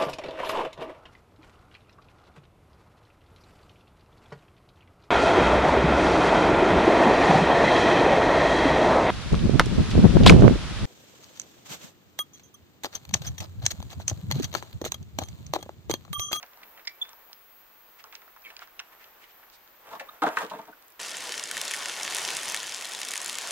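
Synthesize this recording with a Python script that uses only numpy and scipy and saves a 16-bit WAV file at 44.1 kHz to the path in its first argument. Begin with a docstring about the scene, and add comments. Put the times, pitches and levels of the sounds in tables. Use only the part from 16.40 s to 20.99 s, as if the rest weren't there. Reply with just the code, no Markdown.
"""Small ticks of a shed door's latch and hinge, worked by a hand a few metres off, under very high cicadas;
two dull low thuds, perhaps footsteps, fall among the first. Then a leaning plank panel is dragged, knocked and
bounces to rest. Impact bursts drive plank and latch modes; squeaks are gliding tones; rubbing and brushes are
filtered grit. Cicadas are noise patterns repeated every stroke. A soft noise hush lies under all, and the yard
returns a short, dull tail of the near sounds.
"""
import sys
import numpy as np
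from scipy import signal
from scipy.fft import rfft, irfft, next_fast_len
from scipy.io import wavfile
from scipy.ndimage import uniform_filter1d

SR = 44100
rng = np.random.default_rng(int(sys.argv[2]) if len(sys.argv) > 2 else 0)


def store_pcm(level_fs):
    """Save levels as 16-bit WAV."""
    pcm = np.round(np.clip(level_fs, -1, 1) * 32767).astype(np.int16)
    wavfile.write(sys.argv[1], SR, np.atleast_2d(pcm).T)


N = 202605
T = np.arange(N) / SR
SIZE = next_fast_len(N + SR // 2)  # room for the yard tail


def grid(size):
    """FFT bin frequencies in Hz, nudged off zero for safe division and logs."""
    return np.fft.rfftfreq(size, 1 / SR) + 1e-3


HZ = grid(SIZE)


def undb(db):
    """Decibels to gain."""
    return 10 ** (np.asarray(db) / 20)


def unit(x):
    """Scale to rms 1."""
    return x / np.sqrt(np.mean(x ** 2))


def through(x, response):
    """Filter by a frequency response given on HZ."""
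    return irfft(rfft(x, SIZE) * response, SIZE)[..., :N]


def colour(points, at=HZ):
    """Gain from (Hz, dB) points, interpolated over log frequency."""
    hz, db = np.transpose(points)
    return undb(np.interp(np.log(at), np.log(hz), db))


def modes(table, hz=HZ):
    """Causal response of resonances (Hz, width Hz, dB) with alternating sign."""
    total = 0
    for k, (f, width, db) in enumerate(table):
        resonance = 1j * hz * width / (f * f - hz * hz + 1j * hz * width)
        total = total + (-1) ** k * undb(db) * resonance
    return total


def curve(rows, off_db=-120):
    """Gain from (s, dB) rows, practically silent outside them."""
    s, db = np.transpose(rows)
    return undb(np.interp(T, s, db, left=off_db, right=off_db))


def walk(rate_hz):
    """Random levels, a new one every 1 / rate_hz s, joined by ramps; spread near 1."""
    k = int(SR / rate_hz)
    steps = np.repeat(rng.standard_normal(N // k + 1), k)
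    return 1.2 * uniform_filter1d(steps, k)[:N]


def grit(shape, scatter_db):
    """Noise whose samples differ widely in size, like many tiny impacts."""
    return rng.standard_normal(shape) * undb(scatter_db * rng.exponential(size=shape))


def pan(db):
    """Left and right gains, db apart (left minus right)."""
    return undb([[db / 2], [-db / 2]])


def add(out, s, sound, db, pan_db=0.):
    """Lay a short sound into the stereo track; level is twice its loudest 3 ms rms."""
    i = int(s * SR)
    sound = sound[..., :N - i]
    peak = np.sqrt(4 * uniform_filter1d(sound ** 2, size=130).max())
    out[:, i:i + sound.shape[-1]] += sound * undb(db) / peak * pan(pan_db)


def burst(hits, rise_s, length_s, first_db):
    """Spectrum of a run of small impacts that swells and dies, with one sharp impact 1 ms in."""
    t = np.arange(len(hits)) / SR
    push = hits * (1 - np.exp(-t / max(rise_s, 1e-4))) ** 2 * np.exp(-t / max(length_s, 2e-4))
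    push = push / np.sqrt(np.sum(push ** 2))
    push[44] += undb(first_db)
    return rfft(push)


# Two dull low thuds, perhaps footsteps, then blows on the planks. Each row: time in seconds, level in dB,
# centre of the modes reached in Hz, contact rise in seconds, crack in dB, low flex in dB.
IMPACTS = [(.19, -51.5, 148, 0.021, -55, -28), (.248, -69, 160, 0.0089, -58, -24),
           (3.473, -43.5, 880, 0.0043, -34, -3), (3.5, -34.5, 930, 0.0073, -18, 2.5),
           (3.53, -27, 880, 0.0014, -44, -10.5), (3.552, -32.5, 940, 0.0013, -24, -4),
           (3.597, -27, 1880, 0.0012, -14, -16), (3.604, -30.5, 650, 0.002, -17.5, -8),
           (3.82, -12.5, 1000, 0.0024, -28.5, 1.5), (3.835, -9.5, 786, 0.0016, -33, -5),
           (3.855, -21.5, 640, 0.0054, -20.5, -14), (3.866, -15, 1030, 0.0009, -42, 0.5),
           (3.873, -23.5, 756, 0.0024, -25.5, -15), (3.954, -31.5, 1260, 0.014, 9, -17),
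           (3.971, -11.5, 1435, 0.00064, -25, -17), (3.986, -30, 1310, 0.0013, 3, -8),
           (4.006, -23.5, 865, 0.0047, -26, -8), (4.028, -27.5, 920, 0.0045, -14.5, 10),
           (4.099, -34.5, 2520, 0.0019, 11, 1), (4.11, -25, 770, 0.0034, -26, 1),
           (4.134, -26.5, 720, 0.0014, -45, 2.5), (4.15, -39, 254, 0.0074, -68.5, -8),
           (4.16, -50, 530, 0.0069, -9, 5), (4.189, -30, 760, 0.0016, -27, 1.5),
           (4.221, -55, 293, .008, -45, 0), (4.276, -37, 764, 0.0036, -33, 4.5),
           (4.327, -63, 235, 0.0051, -54, -10)]
# Plank modes. Each row: frequency in Hz, width in Hz, strength in dB.
PANEL = [(170.2, 37, -11), (218, 26, -3.5), (257, 80, -3), (312, 37, 1), (344, 32, -3.5), (463, 51, 5.5),
         (552.5, 27, 7.5), (565, 54, 6.5), (647, 72, 5.5), (711, 54, 1), (819, 64, 1.5), (924, 49, -0.5),
         (944, 68, 1), (958, 150, 2), (1126, 63, 4), (1151, 81, 2), (1310, 89, 0.5), (1400, 76, 0.5),
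         (1555, 130, 5), (1633, 160, 6), (1890, 470, -4.5), (1986, 46, 2), (2310, 470, -5.5),
         (2730, 120, 1), (2830, 1070, -10), (3650, 120, 1.5), (3940, 170, -8)]
# Splintering, also the rubbing hiss. Each row: frequency in Hz, gain in dB.
CRACK = [(300, -62), (1500, -10), (3000, 0.5), (4000, -0.5), (5000, -7), (7000, -7.5), (9000, -14),
         (11500, -18.5), (14000, -21), (17000, -14)]
SPOT_DB = 1.5  # scatter of mode strength from one struck spot to the next
FLEX_HZ = 380  # the whole panel flexes below this
JUDDER_S, JUDDER_PER_RISE = 0.0019, 2.56  # a softer contact judders longer
FIRST_DB, FIRST_DB_PER_S = -1, -2200.  # and its first impact is weaker


def thuds_and_panel():
    """Each impact judders through the plank modes; its spot and hardness choose which answer."""
    out, hz = np.zeros((2, N)), grid(8192)
    crack = colour(CRACK, hz)
    spots = SPOT_DB * rng.standard_normal((len(IMPACTS), len(PANEL)))
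    all_hits = grit((len(IMPACTS), 3, 8192), 4.72)
    for (s, db, centre_hz, rise_s, crack_db, flex_db), spot, hits in zip(IMPACTS, spots, all_hits):
        length_s = JUDDER_S + JUDDER_PER_RISE * rise_s
        first_db = FIRST_DB + FIRST_DB_PER_S * rise_s
        wood, left, right = (burst(h, rise_s, length_s, first_db) for h in hits)
        planks = modes([(f, w, gain_db + d) for (f, w, gain_db), d in zip(PANEL, spot)], hz)
        reach = modes([(centre_hz, 0.78 * centre_hz, 0)], hz) ** 2
        flex = undb(flex_db) / (1 + 1j * hz / FLEX_HZ) ** 2
        body = planks * (reach + undb(-16.0) + flex)
        # splinters and grit crack all along the edge, so each ear hears its own
        splinters = undb(crack_db) * crack * np.array([left, right])
        add(out, s - .001, irfft(wood * body + splinters), db, 1.)
    return out


FAINT_TICKS = 12  # count
FAINT_DB, FAINT_SPREAD_DB, FAINT_HZ, FAINT_SNAP_DB = -45, 2., 1140, -3


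def faint_ticks():
    """Rows like TICKS at chance moments, thickest where there is rubbing."""
    busy = np.cumsum(np.minimum(sum(curve(rows) for rows in RUB), undb(-61.5)))
    when, size, pitch = rng.random((FAINT_TICKS, 3)).T
    s = np.interp(when, busy / busy[-1], T)
    db = FAINT_DB + FAINT_SPREAD_DB * (2 * size - 1)
    ring_hz = FAINT_HZ * 2 ** (pitch - .4)
    return [(a, b, c, FAINT_SNAP_DB) for a, b, c in zip(s, db, ring_hz)]


# Latch and door ticks that stand out. Each row: time in seconds, level in dB, ring in Hz, snap in dB.
TICKS = [(0.028, -35.5, 1890, -31), (0.03, -29, 840, -10), (0.174, -43, 940, -14), (0.217, -45.5, 895, -21),
         (0.231, -35, 2160, -26), (0.375, -41, 1830, -28), (0.395, -41, 2150, -23),
         (0.652, -39, 1880, -12.5), (0.692, -38.5, 6450, 0), (0.732, -40.5, 1000, -9),
         (0.899, -45.5, 890, -24), (0.931, -30.5, 5170, 1), (1.641, -34.5, 1060, -7),
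         (1.726, -36.5, 2400, -10), (1.73, -40, 1190, -24), (1.753, -29, 2400, 12), (1.819, -43, 1400, -17),
         (1.879, -42.5, 1300, -23), (1.964, -41, 1170, -21), (2.103, -36.5, 2050, -18),
         (2.167, -29, 3050, 2), (2.193, -32.5, 1440, -8.5), (2.22, -33, 1240, -39), (2.275, -43, 1290, -13),
         (2.394, -23.5, 2600, -10.5), (2.4, -25.5, 1440, -5), (2.643, -39, 2880, -2),
         (2.841, -43, 2820, -18), (3.03, -45, 1550, -29), (4.187, -52, 8000, -8), (4.276, -51, 9500, -2),
         (4.317, -56, 9500, -20), (4.425, -46, 9000, 0), (4.447, -53, 9500, -25), (4.482, -44.5, 8400, -10),
         (4.503, -48, 8950, -22), (4.522, -49, 6200, -20), (4.559, -55, 10000, -15)]
# Tick edge. Each row: frequency in Hz, gain in dB.
SNAP = [(300, -28), (1200, -14.5), (2500, -2.5), (4000, -1), (6000, 1), (8500, -21.5), (12000, -31),
        (17000, -37)]
# Clinks of the iron latch. Each row: time in seconds, level in dB.
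CLINKS = [(0.45, -41.5), (0.4726, -20), (0.492, -36)]
# Latch modes. Each row: frequency in Hz, width in Hz, strength in dB.
LATCH = [(2084, 160, 5), (2313, 9.8, 3.5), (3400, 1400, -14), (5100, 610, -2.5), (7200, 330, -13)]
TICK_RISE_S, TICK_CYCLES, TICK_FIRST_DB = 0.00089, 13, -6  # rattle decays over this many ring cycles
SNAP_RISE_S, SNAP_S, SNAP_FIRST_DB = .0004, .0013, 0.  # the snap is over sooner than the ring
CLINK_RISE_S, CLINK_S, CLINK_FIRST_DB = 0.0049, 0.0027, -23.0
TICK_PAN_DB = -1


def ticks():
    """Impacts excite the part's own ring and a broad snap; the latch rings in its own modes."""
    out, hz = np.zeros((2, N)), grid(4096)
    rows = TICKS + faint_ticks()
    for (s, db, ring_hz, snap_db), hits in zip(rows, grit((len(rows), 4096), 3.94)):
        rattle = burst(hits, TICK_RISE_S, TICK_CYCLES / ring_hz, TICK_FIRST_DB)
        ring = rattle * modes([(ring_hz, 0.9 * ring_hz, 0)], hz) ** 2
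        snap = burst(hits, SNAP_RISE_S, SNAP_S, SNAP_FIRST_DB) * colour(SNAP, hz)
        add(out, s - .001, irfft(ring + undb(snap_db) * snap), db, TICK_PAN_DB)
    latch = modes(LATCH, grid(16384))
    for (s, db), hits in zip(CLINKS, grit((len(CLINKS), 16384), 2.)):
        clink = burst(hits, CLINK_RISE_S, CLINK_S, CLINK_FIRST_DB) * latch
        add(out, s - .001, irfft(clink), db, -1.)
    return out


# Hinge and wood squeaks, the first followed by its faint ringing echo. Each row: start in seconds,
# length in seconds, start in Hz, end in Hz, level in dB, third harmonic in dB, roughness 0-1.
SQUEAKS = [(0.613, 0.02, 3430, 3510, -18, -44, 0.09), (.63, 0.1, 3500, 3485, -49.5, -55, 0.8),
           (2.036, 0.053, 2580, 1994, -33.5, -40, 0.9), (2.042, 0.026, 3230, 3090, -41.5, -38, 0.7),
           (2.063, 0.045, 2225, 2236, -44, -40, 0.3), (3.685, 0.015, 1178, 1267, -31.5, -7, 0.39),
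           (4.326, 0.014, 1506, 1460, -39.5, -35, 0.3)]
SECOND_DB = -23.5  # second harmonic


def squeaks():
    """Fast stick-slip, and one faint echo: a short gliding tone with overtones, swelling and dying."""
    out = np.zeros((2, N))
    noises = rng.standard_normal((len(SQUEAKS), 8192))
    for (s, length_s, hz0, hz1, db, third_db, rough), noise in zip(SQUEAKS, noises):
        u = np.linspace(0, 1, int(length_s * SR))
        phase = 2 * np.pi * np.cumsum(hz0 + (hz1 - hz0) * u) / SR
        tone = np.sin(phase) + undb(SECOND_DB) * np.sin(2 * phase) + undb(third_db) * np.sin(3 * phase)
        slip = 1 + rough * unit(uniform_filter1d(noise, size=60))[:len(u)]
        swell = np.sin(np.pi * u ** 1.18) ** 0.77
        add(out, s, tone * slip * swell, db, -.5)
    return out


# Rubbing of door, panel and feet, in three bouts. Each row: time in seconds, level in dB.
RUB = [
    [(0, -61.5), (.15, -65), (.39, -57), (.55, -65), (.7, -57), (1.05, -75.5)],
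    [(1.45, -70.5), (1.7, -61.5), (1.95, -73), (2.1, -56), (2.25, -68), (2.55, -59.5), (3.0, -64),
     (3.3, -71.5)],
    [(3.4, -64), (3.5, -53.5), (3.65, -53.5), (3.81, -64.5), (3.9, -45.5), (4.03, -33), (4.1, -52.5),
     (4.3, -62), (4.59, -74.5)],
]
# Rubbing body. Each row: frequency in Hz, width in Hz, strength in dB.
RUB_BODY = [(580, 470, 3), (1285, 1290, 6), (2210, 3400, -1.5), (4030, 3200, -7)]
RUB_HISS_DB = -9.5  # dry hiss against the dull body


def rubbing():
    """Uneven grit dragged over wood and dry ground: a dull body and a dry hiss."""
    drag = grit(N, 2.) * undb(3 * walk(35))
    body = unit(through(drag, modes(RUB_BODY)))
    hiss = unit(through(drag, colour(CRACK)))
    return (body + undb(RUB_HISS_DB) * hiss) * sum(curve(rows) for rows in RUB)


# Soft brushes of cloth, hand, sole and dragged edge. Each row: start in seconds, length in seconds,
# level in dB, centre in Hz.
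BRUSHES = [(1.576, 0.047, -41.5, 2160), (1.723, 0.06, -42.5, 2230), (2.054, 0.12, -51, 2980),
           (2.186, 0.08, -41.5, 2250), (2.509, 0.043, -47, 1800), (2.573, 0.11, -44, 1880),
           (2.787, 0.096, -45, 2150), (2.869, 0.07, -52, 2900), (3.104, 0.078, -46.5, 4200),
           (3.5, 0.11, -47, 3440), (3.989, 0.065, -38, 3150)]


def brushes():
    """Smooth swells of fine, broad hiss."""
    out, hz = np.zeros((2, N)), grid(4096)
    for (s, length_s, db, centre_hz), noise in zip(BRUSHES, grit((len(BRUSHES), 2, 4096), 1.5)):
        hiss = irfft(rfft(noise) * modes([(centre_hz, 0.45 * centre_hz, 0)], hz))
        hiss = hiss[:, :int(length_s * SR)]
        add(out, s, hiss * np.hanning(hiss.shape[-1]), db)
    return out


YARD_T60_S, YARD_RISE_S, YARD_DB = 0.18, 0.0081, -7
YARD_DULL_HZ, YARD_WIDE_HZ = 3780, 760
YARD_THIN_HZ = 352  # the open yard returns little bass


def yard(x):
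    """Walls and ground return a short, duller tail; its treble differs between the ears."""
    t = np.arange(SR // 2) / SR
    decay = np.exp(-np.log(1000) * t / YARD_T60_S) * np.minimum(t / YARD_RISE_S, 1)
    tail = rng.standard_normal((2, len(t))) * decay
    mid, side = rfft(tail / np.sqrt(np.sum(tail ** 2, axis=1, keepdims=True)), SIZE)
    side = side * 1j * HZ / (YARD_WIDE_HZ + 1j * HZ)
    tone = undb(YARD_DB) / (1 + 1j * HZ / YARD_DULL_HZ) ** 2 / (1 - 1j * YARD_THIN_HZ / HZ)
    return through(x, tone * np.array([mid + side, mid - side]))


# Near cicadas. Each row: stroke rate in Hz, clicks a stroke, memory 0-1, share of the second click 0-1,
# left minus right in dB.
CICADAS = [(166.45, 2, .985, .4, 2.5), (282., 1, .96, 0., 1.)]
# Each cicada's song. Each row: four swell times in seconds (rise and fade may overlap), level in dB.
SWELLS = [(-.3, .4, 1.35, 3.4, -58), (1.7, 2.693, 2.3, 7.2, -56)]
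# Strongest wing resonances, one list an insect. Each row: frequency in Hz, width in Hz, strength in dB.
SONGS = [
    [(13400, 470, 14), (15900, 500, 5), (15600, 400, 11)],
    [(12400, 300, 8), (12400, 600, 8), (15000, 300, -14)],
]
# Far cicadas. Each row: time in seconds, level in dB.
CHORUS = [(0, -49), (.4, -51), (1.3, -54.5), (1.9, -51.5), (2.3, -56), (3.8, -53), (4.2, -57), (4.45, -53),
          (4.6, -55)]
# Cicada colour. Each row: frequency in Hz, gain in dB.
WING = [(6180, -70), (10500, -30), (11600, -13), (13200, 1.5), (14000, 6), (15100, -1), (16000, 5.5)]
SWELL_DEPTH_DB = 26


def cicadas():
    """Each insect repeats nearly the same click pattern every stroke; far ones blur into a hiss."""
    wing = colour(WING)
    far = unit(through(rng.standard_normal((2, N)), wing))
    out = far * curve(CHORUS) * undb(1.2 * walk(12))
    for (rate_hz, clicks, memory, twin, pan_db), (*times, db), peaks in zip(CICADAS, SWELLS, SONGS):
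        swell = undb(db - SWELL_DEPTH_DB * np.interp(T, times, [1, 0, 0, 1]))
        half = np.exp(-1j * np.pi * HZ / rate_hz)  # delay of half a stroke
        repeat = (1 + twin * half) / (1 - memory * half ** 2)
        pattern = through(rng.standard_normal((2, N)), repeat)
        stroke = 2 * np.pi * rate_hz * T
        beat = np.exp(1.3 * np.cos(clicks * stroke) + 0.093 * np.cos(stroke))
        song = (pattern[0] + 0.72 * pattern) * beat  # partly shared by both ears
        resonance = 0.99 + sum(np.abs(modes([peak])) for peak in peaks)
        out += unit(through(song, wing * resonance)) * swell * pan(pan_db)
    return out


# Hush colour. Each row: frequency in Hz, gain in dB.
HUSH = [(12, -22), (20, -8), (114, -16), (200, -15.5), (268, -12.5), (291, -14), (324, -8), (360, -10),
        (1110, -5), (1940, -8.5), (2340, -10), (8030, -23.5), (12000, -25.5), (15600, -62), (22000, -120)]
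# Hush likeness of left and right. Each row: frequency in Hz, likeness 0-1.
LIKE = [(30, 1), (130, 0.6), (600, 0.5), (3000, 0.16), (12000, 0.)]
HUSH_DB = -59


def hush():
    """Leaves, far road and air: alike left and right in the bass, gently swelling."""
    hz, like = np.transpose(LIKE)
    like = np.clip(np.interp(np.log(HZ), np.log(hz), like), 0, 1)
    mid = through(rng.standard_normal(N), colour(HUSH) * np.sqrt(1 + like))
    side = through(rng.standard_normal(N), colour(HUSH) * np.sqrt(1 - like))
    level = undb(HUSH_DB + 0.32 * walk(0.37) + 0.33 * walk(2.1))
    return unit(np.array([mid + side, mid - side])) * level


THIN_HZ = 130  # thin boards radiate little bass
SMALL_ECHO_DB = -8.  # echo of ticks and squeaks against the boards'
LEFT_LAG_S, SHADE_HZ, SHADE_DB = 3.7 / SR, 2480, -3.5  # left ear: later, treble lowered
THUMP_DB, THUMP_HZ = -14, 89  # the ground under the listener


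def scene():
    """The door stands to the right, so its sound reaches the left ear a little late and shaded."""
    impacts = thuds_and_panel()
    small = ticks() + squeaks()
    broad = brushes() + impacts + rubbing()
    thin = 1j * HZ / (THIN_HZ + 1j * HZ)
    near = through(small + broad, thin)
    echoed = through(broad + undb(SMALL_ECHO_DB) * small, thin)  # small fittings wake less of the yard
    shade = (SHADE_HZ + 1j * HZ * undb(SHADE_DB)) / (SHADE_HZ + 1j * HZ)
    lag = np.exp(-2j * np.pi * HZ * LEFT_LAG_S)
    direct = np.array([through(near[0], shade * lag), near[1]])
    # the force of each impact shakes the ground
    shake = np.abs(impacts[1]) * rng.standard_normal(N)
    thump = through(shake, undb(THUMP_DB) * modes([(THUMP_HZ, THUMP_HZ, 0)]))
    return direct + thump + yard(echoed.mean(axis=0)) + cicadas() + hush()


TOP_HZ = 15750


def record(dry):
    """A steep elliptic low-pass cuts the top."""
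    return signal.sosfilt(signal.ellip(12, .3, 70, TOP_HZ, fs=SR, output="sos"), dry)


dry = scene()
out = record(dry)
store_pcm(out)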